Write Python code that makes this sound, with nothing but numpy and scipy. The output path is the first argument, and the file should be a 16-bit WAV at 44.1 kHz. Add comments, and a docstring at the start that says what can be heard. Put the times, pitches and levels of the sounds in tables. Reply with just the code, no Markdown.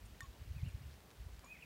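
"""Over a steady outdoor hush, light wind thumps on the microphone while a thin stream of water runs
from a kettle into a coffee filter, fizzing faintly. The metal kettle tings, then clinks once, with
soft gurgles and bubbles. A far bird whistles, echoed by trees, and a few drops tick on the paper.
Near the end the kettle tings and bubbles again, and the bird sings a louder phrase."""
import sys
import numpy as np
from scipy import signal
from scipy.fft import rfft, irfft, next_fast_len
from scipy.io import wavfile
from scipy.ndimage import uniform_filter1d, map_coordinates

SR = 44100
rng = np.random.default_rng(int(sys.argv[2]) if len(sys.argv) > 2 else 0)


def dump(signal):
    """Clip the signal to [-1, 1] and save it as 16-bit WAV at the path in sys.argv[1]."""
    limited = np.clip(np.atleast_2d(signal).T, -1, 1)
    pcm = np.round(limited * 32767).astype(np.int16)
    wavfile.write(sys.argv[1], SR, pcm)


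N = 72765


def amp(db):
    """Decibels to gain."""
    return 10 ** (np.asarray(db) / 20)


def unit(x):
    """Scaled to rms 1."""
    return x / np.sqrt(np.mean(x ** 2) + 1e-20)


def clock():
    """The time of every sample."""
    return np.arange(N) / SR


def gaussian(x, width):
    """A bell curve of height 1; width is its standard deviation."""
    return np.exp(-.5 * (x / width) ** 2)


def curves(rows):
    """One value per sample for each column after the time."""
    times, *columns = np.transpose(rows)
    return [np.interp(clock(), times, column) for column in columns]


def wobble(rate):
    """A smooth random curve, rate knots a second."""
    return map_coordinates(rng.standard_normal(2048), [clock() * rate], mode="wrap")


def filtered(x, response):
    """The spectrum of x times a frequency response."""
    size = next_fast_len(N + 8192)
    return irfft(rfft(x, size) * response(np.fft.rfftfreq(size, 1 / SR)), size)[:N]


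def coloured(x, spectrum):
    """x shaped by (Hz, dB) points, at rms 1."""
    f, db = np.transpose(spectrum)
    return unit(filtered(x, lambda hz: amp(np.interp(np.log(hz + 1), np.log(f), db))))


def noise(spectrum):
    """Coloured noise of rms 1."""
    return coloured(rng.standard_normal(N), spectrum)


def add(track, s, sound):
    """Mixes a sound into the track at time s."""
    part = track[max(0, round(s * SR)):][:len(sound)]
    part += sound[:len(part)]


def hush(level_db=-62):
    """Stationary broadband noise: the steady outdoor air."""
    # Each row: frequency in Hz, relative level in dB.
    spectrum = [(25, -38), (50, 17), (90, 0), (150, 4.5), (230, 2.5), (320, -2), (700, -5.5), (1500, -9.5),
                (3000, -12), (6000, -16.5), (10000, -19.5), (16000, -19)]
    return amp(level_db) * noise(spectrum)


def wind(eddy_cycles=0.38):
    """Turbulence at the microphone: pressure flutters, and each eddy is one quick suck and push."""
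    # Each row: time in seconds, level in dB.
    gusts = [(0, -67), (.04, -56), (.085, -64.5), (.13, -56.5), (.175, -73), (.3, -58), (.36, -71),
             (.42, -49), (.445, -62), (.49, -50.5), (.6, -49.5), (.68, -41.5), (.72, -61), (.8, -53.5),
             (.88, -51.5), (.99, -62), (1.025, -74), (1.09, -64), (1.15, -73), (1.21, -54), (1.39, -63.5),
             (1.45, -71), (1.54, -78), (1.6, -79)]
    # Each row: frequency in Hz, relative level in dB.
    buffet = [(22, -52), (35, -26), (55, 2.5), (75, 4), (110, -1.5), (160, -18), (250, -29.5), (500, -52),
              (1500, -120)]
    # Each row: centre in seconds, envelope peak in dB, pitch in Hz.
    eddies = [(.046, -47.5, 60.3), (0.131, -46.5, 65.3), (0.234, -44.5, 94), (0.294, -44, 57.6),
              (.42, -46.5, 81.5), (0.482, -41, 58.5), (0.515, -38, 75.5), (.567, -37, 105),
              (0.6342, -28, 98), (0.665, -36, 113), (0.751, -33.5, 79), (0.818, -42, 94),
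              (0.865, -46.5, 79.6), (.881, -42, 78), (1.213, -43, 58), (1.267, -41.5, 79),
              (1.339, -44.5, 61.4), (1.392, -48.5, 54)]
    level_db, = curves(gusts)
    flutter = noise(buffet)
    swell = np.sqrt(np.abs(uniform_filter1d(flutter ** 2, size=2200)) + .05)
    out = amp(level_db) * unit(flutter / swell)  # evened out so that the gusts set the level
    for s, db, hz in eddies:
        cycles = (clock() - s) * hz
        out += amp(db) * np.sin(2 * np.pi * cycles) * gaussian(cycles, eddy_cycles)
    return out


def pour(count=2400, size_db=3, life_cycles=3):
    """Tiny bubbles burst in the wet grounds; their damped oscillations superpose into a fizz."""
    # Each row: time in seconds, level in dB.
    levels = [(0, -76), (.27, -71.5), (.37, -75), (.43, -70), (.47, -74), (.52, -70.5), (.58, -72),
              (.68, -70), (.77, -71.5), (.94, -70), (.99, -79), (1.025, -110), (1.16, -79), (1.22, -69),
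              (1.3, -81), (1.34, -70.5), (1.45, -76.5), (1.65, -79)]
    # Each row: frequency in Hz, relative gain in dB.
    fizz = [(300, -28), (1200, -12.5), (2500, -11), (4500, -8), (8000, -14), (15000, -41)]
    grains, t = np.zeros(N), np.arange(SR // 100) / SR
    for when, pitch, size in rng.random((count, 3)):
        cycles = 1500 * 6 ** pitch * t  # 1.5 to 9 kHz
        strength = amp(size_db * min(-np.log(1 - size), 4))
        add(grains, when * N / SR, strength * np.sin(2 * np.pi * cycles) * np.exp(-cycles / life_cycles))
    level_db, = curves(levels)
    return amp(level_db) * coloured(grains, fizz)


def kettle(crack_t60=.012):
    """Modal vibration: each contact rings the metal; where it lands decides which modes speak."""
    # Each row: start in seconds, gain in dB, favoured pitch in Hz, fall-off around it in dB per octave,
    # relative crack level in dB, rise time in seconds.
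    contacts = [(0.054, -58, 9100, 24, -1, .0006), (.061, -64, 8600, 16, 3, .0006),
                (0.2062, -43, 1824, 7, -3, 0.00011), (0.229, -50.5, 5600, 50, -7, .001),
                (.684, -56, 8535, 30, -4, 0.0015), (1.443, -54, 6770, 15, -8, 0.002)]
    # Each row: frequency in Hz, relative level in dB, T60 in seconds. The pair near 6.8 kHz beats.
    modes = [(1090, -18, 0.12), (1600, -1.5, 0.013), (1828, 0.5, 0.07), (2040, -8, 0.016),
             (3000, -10, 0.015), (4300, -17, 0.042), (5600, -7.5, 0.035), (6797, -10, 0.23),
             (6830, -16.5, 0.33), (7030, 0, 0.024), (7400, -3, 0.025), (8560, -8.5, 0.068),
             (9710, -4, 0.041)]
    # Each row: frequency in Hz, relative level in dB.
    crack_spectrum = [(150, -1), (450, -16), (900, -7), (1500, 5), (8000, 3), (15000, -11)]
    out, t = np.zeros(N), np.arange(SR // 3) / SR
    for s, db, centre_hz, falloff_db, crack_db, rise_s in contacts:
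        ring = np.zeros(len(t))
        for hz, mode_db, t60 in modes:
            excited_db = mode_db - falloff_db * abs(np.log2(hz / centre_hz))
            ring += amp(excited_db - 60 * t / t60) * np.sin(2 * np.pi * hz * t)
        crack = amp(crack_db - 60 * t / crack_t60) * noise(crack_spectrum)[:len(t)]
        add(out, s, amp(db) * (1 - np.exp(-t / rise_s)) * (ring + crack))
    return out


def gurgles(width_octaves=0.69):
    """Water shifts in the kettle, heard as soft swells of band-limited noise."""
    # Each row: centre in seconds, level in dB, half width in seconds, band centre in Hz.
    swells = [(.155, -78, .012, 480), (.355, -65.5, 0.022, 587), (.97, -73, 0.012, 596),
              (1.1, -70.5, 0.06, 533), (1.291, -69, 0.0095, 650), (1.443, -66.5, 0.02, 890)]
    out = np.zeros(N)
    for s, db, width, centre_hz in swells:
        white = rng.standard_normal(N)
        hollow = filtered(white, lambda hz: gaussian(np.log2((hz + 1) / centre_hz), width_octaves))
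        out += amp(db) * gaussian(clock() - s, width) * unit(hollow)
    return out


def bubbles(rise_per_s=0.19):
    """Bubble resonance: each air pocket swells into a short, slightly rising tone and fades."""
    # Each row: centre in seconds, peak level in dB, pitch in Hz, half width in seconds.
    pockets = [(0.2272, -54.5, 1127, 0.006), (.2225, -58.5, 3600, 0.0031), (0.2486, -57, 1090, 0.0097),
               (1.434, -68, 950, 0.0022), (1.446, -58.5, 1020, 0.0026), (1.462, -63, 1130, 0.0044)]
    out = np.zeros(N)
    for s, db, hz, width in pockets:
        t = clock() - s
        cycles = hz * t * (1 + rise_per_s * t / 2)
        out += amp(db) * gaussian(t, width) * np.sin(2 * np.pi * cycles)
    return out


def bird(trill_hz=75.7, trill_swing=0.061, trill_db=5, waver=0.0069, trill_waver=.04, flutter_db=1.5):
    """Gliding whistles break into a trill: fast modulation of both frequency and amplitude."""
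    # One table a note. Each row: time in seconds, pitch in Hz, level in dB, trill depth from 0 to 1.
    notes = [
        [(.555, 2440, -72, 0), (.568, 2654, -66, 0), (.583, 2474, -61.5, 0), (.6, 2210, -68, 0.5),
         (.618, 2020, -68, 0.7)],
        [(.625, 2150, -67, 0.58), (.641, 2473, -64, 0.43), (.655, 2786, -66.5, 0.6), (.672, 2896, -65, 0.9),
         (.684, 2827, -60.5, 0.5), (.697, 2380, -63, 0.3), (.712, 1820, -79, 0.3)],
        [(1.438, 2380, -67, 0.01), (1.455, 2333, -69.5, 0.1), (1.48, 2420, -63, 0.1), (1.505, 2513, -53, 0),
         (1.525, 2520, -49.5, 0.12), (1.532, 2530, -56.5, 0.2)],
        [(1.542, 2417, -55, 0.4), (1.556, 2203, -60.5, 0.4), (1.571, 2020, -63, .6)],
        [(1.576, 2496, -57, 0.38), (1.586, 2370, -66, 0.5), (1.593, 2180, -62, 0.7)],
        [(1.598, 2460, -64, 0.36), (1.606, 2490, -65, 0.17), (1.615, 2340, -68, 0.6), (1.63, 2245, -66, .5),
         (1.65, 2150, -69, 0.6)],
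        [(1.611, 3060, -66, .2), (1.621, 2916, -70, .2), (1.625, 2700, -51, 0.16), (1.632, 2557, -50, 0.35),
         (1.636, 2480, -60, .3), (1.65, 2420, -66, 0.3)],
    ]
    t, song = clock(), np.zeros(N)
    for note in notes:
        start, end = note[0][0], note[-1][0]
        hz, db, depth = curves(note)
        trill = depth * np.exp(2j * np.pi * trill_hz * (t - start))
        gate = np.clip(np.minimum(t - start, end - t) / 0.0038 + 1, 0, 1)  # 3.8 ms fades
        jitter = (waver + trill_waver * depth) * wobble(400)
        cycles = np.cumsum(hz * (1 - trill_swing * trill.imag + jitter)) / SR
        level_db = db + trill_db * trill.real + flutter_db * wobble(150)
        song += gate * amp(level_db) * np.sin(2 * np.pi * cycles)
    return song


def among_trees(song, echo_db=-9.5, t60=.36, predelay_s=.006, count=60):
    """Scattering: tree trunks add delayed copies to the direct sound, the later the weaker."""
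    echoes = np.zeros(SR // 2)
    for k, (place, polarity) in enumerate(rng.random((count, 2))):
        delay = t60 * (k + place) / count / 2
        reflection = np.sign(polarity - .5) * amp(-60 * delay / t60)
        add(echoes, predelay_s + delay, np.array([reflection]))
    return song + amp(echo_db) * signal.fftconvolve(song, echoes / np.linalg.norm(echoes))[:N]


def drops(t60=0.009, trim_db=-4):
    """Damped impacts: drops tick on the filter paper as fast-decaying bursts of noise."""
    # Each row: start in seconds, level in dB before the trim.
    ticks = [(.941, -54), (1.005, -51), (1.1049, -49.5), (1.113, -52), (1.393, -47), (1.613, -56),
             (1.6392, -53)]
    out, t = np.zeros(N), np.arange(SR // 30) / SR
    for s, db in ticks:
        paper = noise([(500, -1), (3500, -1.0), (9000, -10.5), (15000, -24)])[:len(t)]
        add(out, s, amp(db + trim_db - 60 * t / t60) * paper)
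    return out


def scene():
    """Superposition: the pressures of all sources add at one microphone."""
    nearby = hush() + wind() + kettle() + bubbles() + drops() + pour() + gurgles()
    return (nearby + among_trees(bird()))[None]


def record(dry, low_cut_hz=34, top_hz=15800):
    """Band-pass filtering cuts the deepest rumble and keeps nothing above the band limit."""
    return np.array([filtered(channel, lambda hz: (hz < top_hz) / (1 + (low_cut_hz / (hz + 1)) ** 10))
                     for channel in dry])


dry = scene()
out = record(dry)
dump(out)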